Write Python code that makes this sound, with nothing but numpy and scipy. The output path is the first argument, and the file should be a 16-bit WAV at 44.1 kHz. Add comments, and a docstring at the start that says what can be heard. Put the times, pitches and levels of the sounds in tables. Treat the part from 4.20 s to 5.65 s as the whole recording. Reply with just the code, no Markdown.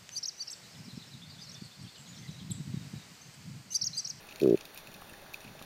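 """A fish grunts once near an underwater microphone: nine slowing muscle twitches drum on its swim
bladder, and the surface overhead sends back an echo. All around, the sea hisses and crackles with small
snaps, probably shrimps, near and far, among soft knocks, two bright pings and some low sloshing.
The microphone sits in a housing that rings near 2.5 kHz and in other narrow bands,
colouring the water noise and the snaps."""
import sys
import numpy as np
from scipy import signal
from scipy.fft import rfft, irfft
from scipy.io import wavfile

SR = 44100
rng = np.random.default_rng(int(sys.argv[2]) if len(sys.argv) > 2 else 0)


def file_out(sig):
    """Save sig as 16-bit WAV at sys.argv[1]."""
    # one column per channel
    cols = np.atleast_2d(sig).T
    # limit, then scale
    lim = np.clip(cols, -1, 1)
    pcm = np.round(lim * 32767).astype(np.int16)
    wavfile.write(sys.argv[1], SR, pcm)


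N = 63945
TIME = np.arange(N) / SR

# hiss of the open water: (frequency [Hz], relative density [dB])
HISS_SPECTRUM = [(25, 3.5), (60, -1), (150, 1.5), (350, 1), (700, -4.5), (1100, -2.5), (1700, -2.5),
                 (2200, -5.5), (3500, -13), (5200, -13), (7000, -15), (9000, -14), (14000, -17.5),
                 (16000, -13)]
# low sloshing: (time [s], level [dB])
SLOSH_LEVELS = [(0, -76), (.65, -72), (.68, -56.5), (.8, -60.5), (.95, -69.5), (1.03, -66), (1.22, -75),
                (1.28, -48.5), (1.34, -59), (1.45, -62)]
# crackle in the distance: (frequency [Hz], relative density [dB])
CRACKLE_SPECTRUM = [(800, -9), (2000, -15), (2600, 14), (5000, -24), (9000, 7.5), (16000, -10.5)]
# a snap's bands, at the housing's ring, upper mids and treble: (low edge [Hz], high edge [Hz])
SNAP_BAND_EDGES = [(2380, 2740), (3000, 7500), (8300, 16000)]
# snaps near the microphone, levels relative:
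# (time [s], ring band [dB], upper mids [dB], treble [dB], tail against its snap [dB], base decay [s])
NEAR_SNAPS = [(0.087, -50, -53, -64, -10, 0.0036), (0.109, -50, -52, -51, -25, 0.0024),
              (0.1236, -41.5, -50.5, -55, -35, 0.0025), (0.1592, -41.5, -40.5, -43, -24, 0.0012),
              (0.1995, -40.5, -45.5, -38.5, -20, 0.0015), (0.2134, -64, -39.5, -43, -16.5, 0.00064),
              (.2340, -42.5, -42.5, -46, -23.5, .0016), (0.2749, -43, -43, -56, -32, 0.00067),
              (0.2952, -52, -46.5, -59, -25, 0.0037), (0.354, -50, -68, -63, -17, 0.0032),
              (0.3739, -40, -44, -44.5, -29, 0.0014), (.4087, -45.5, -42.5, -52, -17.5, 0.0017),
              (.4527, -51.5, -45.5, -43.5, -20, 0.0023), (.5457, -54, -59, -39.5, -24, 0.0021),
              (.5587, -45.5, -61, -59, -27, 0.0027), (.5750, -44, -41.5, -38, -14, .001),
              (.6715, -45.5, -51.5, -46.5, -17.5, 0.0025), (0.716, -66, -54, -51, -29, 0.0027),
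              (0.74, -67, -54, -42.5, -34, 0.0029), (0.744, -49, -49.5, -65, -22, 0.0021),
              (0.813, -61, -61, -54, -10, 0.0016), (.9338, -53, -52, -47, -21, 0.0015),
              (1.1362, -53, -49, -40.5, -17, 0.0023), (1.1419, -39, -47, -60, -19, 0.0019),
              (1.2052, -67, -52, -55, -15, 0.0023), (1.2444, -50, -57, -64, -14, 0.0038),
              (1.275, -46, -56, -65, -24, 0.0029), (1.3915, -47, -48, -71, -37, 0.0024),
              (1.4237, -49, -47.5, -44, -17.5, 0.0027)]
# resonances of the housing: (frequency [Hz], width [Hz], boost [dB])
HOUSING_MODES = [(622, 96, 5), (810, 46, 6.5), (1700, 125, 3), (2550, 103, 5), (3633, 380, 9.5),
                 (4295, 340, 8), (5780, 165, 8), (6790, 180, 6.5), (11300, 290, 3.5), (13200, 400, 6)]
# soft knocks and plops: (time [s], level [dB], frequency [Hz], t60 [s])
SOFT_KNOCKS = [(0.2572, -36, 1180, 0.014), (.663, -45, 250, 0.0049), (0.8213, -38, 1210, 0.015),
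               (.822, -46, 633, 0.028), (0.924, -29, 170, 0.005), (0.939, -39.5, 1780, 0.018),
               (1.025, -43.5, 575, 0.035), (1.064, -41, 1540, 0.01), (1.25, -37.5, 270, 0.014),
               (1.351, -43.5, 610, 0.037), (1.414, -40.5, 188, 0.018), (1.415, -36.5, 1200, 0.0077)]
# bright pings: (time [s], level [dB], centre frequency [Hz], length [s])
BRIGHT_PINGS = [(.1998, -36, 2510, 0.0068), (1.1407, -30.5, 2467, 0.0059)]
# the muscle stirring around the grunt: (time [s], level [dB], frequency [Hz], t60 [s])
MUSCLE_STIRS = [(.208, -34, 274, 0.028), (.361, -35.5, 155, 0.024)]
# pace of the drumming muscle, slowing as it tires: (time [s], rate [twitches/s])
TWITCH_RATES = [(.216, 80), (.229, 71), (.258, 63.5), (.274, 63), (.295, 56.5)]
# strength of the twitches: (time [s], level [dB])
TWITCH_LEVELS = [(.216, -7.5), (.229, -.8), (.26, 0.46), (.342, 0.1)]
# the swim bladder and the flesh around it: (frequency [Hz], relative level [dB], t60 [s])
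BLADDER_MODES = [(394.6, -8.5, 0.021), (175, -9.5, 0.009)]


def from_db(db):
    """Decibels to gain."""
    return 10 ** (np.asarray(db) / 20)


def rms_one(x):
    """Scale to unit rms."""
    return x / np.sqrt(np.mean(x ** 2) + 1e-20)


def butter(x, hz, kind, order=2):
    """Causal Butterworth filter."""
    return signal.sosfilt(signal.butter(order, hz, kind, fs=SR, output="sos"), x + 1e-18)


def band_noise(edges_hz):
    """A band of noise at unit rms."""
    return rms_one(butter(rng.standard_normal(N), edges_hz, "band"))


def coloured(noise, spectrum):
    """Give a noise a smooth spectrum, at unit rms."""
    hz, db = np.transpose(spectrum)
    bin_hz = np.maximum(np.fft.rfftfreq(N, 1 / SR), 1)
    gain = from_db(np.interp(np.log(bin_hz), np.log(hz), db))
    return rms_one(irfft(rfft(noise) * gain, N))


def ring(start, hz, t60):
    """A damped sine from the given moment."""
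    age = np.maximum(TIME - start, 0)
    return np.sin(2 * np.pi * hz * age) * np.exp(-np.log(1000) * age / t60)


def thuds(table):
    """Small, heavily damped pulses."""
    return -sum(from_db(db) * ring(start, hz, t60) for start, db, hz, t60 in table)


def open_water(hiss_db=-54.5, wash_db=-65, wash_rise_db_per_s=1):
    """All around the microphone: steady hiss, sloshing that comes and goes, a slowly growing wash."""
    hiss = from_db(hiss_db) * coloured(rng.standard_normal(N), HISS_SPECTRUM)
    slosh_db = np.interp(TIME, *np.transpose(SLOSH_LEVELS))
    slosh = from_db(slosh_db) * band_noise(edges_hz=(116.5, 218))
    wash = from_db(wash_db + wash_rise_db_per_s * TIME) * band_noise(edges_hz=(285, 986))
    return hiss + slosh + wash


def far_crackle(snaps_per_s=260, level_db=-65.5, spread_db=5, decay_s=0.0018):
    """Far off, countless snaps of random size merge into a crackle."""
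    sizes = from_db(spread_db * np.minimum(rng.exponential(1, N), 4))
    clicks = sizes * (rng.random(N) < snaps_per_s / SR)
    envelope = signal.lfilter([1], [1, -np.exp(-1 / (decay_s * SR))], clicks + 1e-18)
    return from_db(level_db) * coloured(envelope * rng.standard_normal(N), CRACKLE_SPECTRUM)


def near_snaps(gain_db=1, tail_s=0.021, rise_share=0.37):
    """Close by, each snap arrives as a dense burst of a few milliseconds with a faint scattered tail."""
    out = np.zeros(N)
    carriers = [band_noise(edges) for edges in SNAP_BAND_EDGES]
    decay_shares = (1, 1, 0.5)  # the treble dies sooner
    for start, *levels, tail_db, decay_s in NEAR_SNAPS:
        age = np.clip(TIME - start, 0, 1)
        tail = from_db(tail_db) * np.exp(-age / tail_s)
        for carrier, db, share in zip(carriers, levels, decay_shares):
            fall_s = share * decay_s
            rise = 1 - np.exp(-age / (rise_share * fall_s))
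            envelope = rise * (np.exp(-age / fall_s) + tail)
            burst = envelope * carrier
            energy_trim = np.sqrt(np.sum(envelope ** 2) / np.sum(burst ** 2))
            out += from_db(gain_db + db) * energy_trim * burst
    return out


def housing(sound):
    """The walls around the microphone resonate and boost narrow bands."""
    ringing = np.zeros(N)
    for hz, width_hz, boost_db in HOUSING_MODES:
        band = signal.lfilter(*signal.iirpeak(hz, hz / width_hz, fs=SR), sound)
        ringing += (from_db(boost_db) - 1) * band
    return sound + ringing


def pings(sag_hz_per_s=21000, overtone_ratio=1.71, overtone_db=-19):
    """Brief pings swell and die, falling in pitch, each with one weak overtone."""
    out = np.zeros(N)
    for start, db, hz, length_s in BRIGHT_PINGS:
        swell = np.sin(np.pi * np.clip((TIME - start) / length_s, 0, 1)) ** 2
        from_middle = TIME - start - length_s / 2
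        phase = 2 * np.pi * (hz - sag_hz_per_s * from_middle / 2) * from_middle
        overtone = from_db(overtone_db) * np.sin(overtone_ratio * phase)
        out += from_db(db) * swell * (np.sin(phase) + overtone)
    return out


def surface_echo(direct, delay_s=0.00402, level_db=-10):
    """The surface overhead reflects the sound back to the microphone, inverted."""
    return -from_db(level_db) * np.interp(TIME - delay_s, TIME, direct)


def muscle_stirs(radiates_above_hz=160):
    """The fish's drumming muscle stirs faintly just before and after the grunt."""
    return butter(thuds(MUSCLE_STIRS), radiates_above_hz, "high")


def fish_grunt(start_s=0.21635, twitch_count=9, soft_above_hz=614, radiates_above_hz=160):
    """In the foreground, each soft twitch of the tiring muscle rings the swim bladder."""
    drumming = np.zeros(N)
    twitch_s = start_s
    for _ in range(twitch_count):
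        effort_db = np.interp(twitch_s, *np.transpose(TWITCH_LEVELS))
        for sign, (hz, db, t60) in zip((-1, 1), BLADDER_MODES):  # bladder and flesh move in opposition
            drumming += sign * from_db(effort_db + db) * ring(twitch_s, hz, t60)
        twitch_s += 1 / np.interp(twitch_s, *np.transpose(TWITCH_RATES))
    softened = butter(drumming, soft_above_hz, "low", order=6)
    return butter(softened, radiates_above_hz, "high")


def scene():
    """One microphone under water: the sea behind, the fish in front."""
    sea = housing(open_water() + far_crackle() + near_snaps()) + thuds(SOFT_KNOCKS) + pings()
    grunt = fish_grunt()
    fish = muscle_stirs() + grunt + surface_echo(grunt)
    return (sea + fish)[None]


def record(dry, notch_hz=7920, notch_width_hz=1600, cutoff_hz=15750):
    """The treble has a deep notch and a steep cut at the top."""
    notched = signal.lfilter(*signal.iirnotch(notch_hz, notch_hz / notch_width_hz, fs=SR), dry)
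    top_cut = signal.ellip(10, .1, 80, cutoff_hz, fs=SR, output="sos")
    return signal.sosfilt(top_cut, notched)


dry = scene()
out = record(dry)
file_out(out)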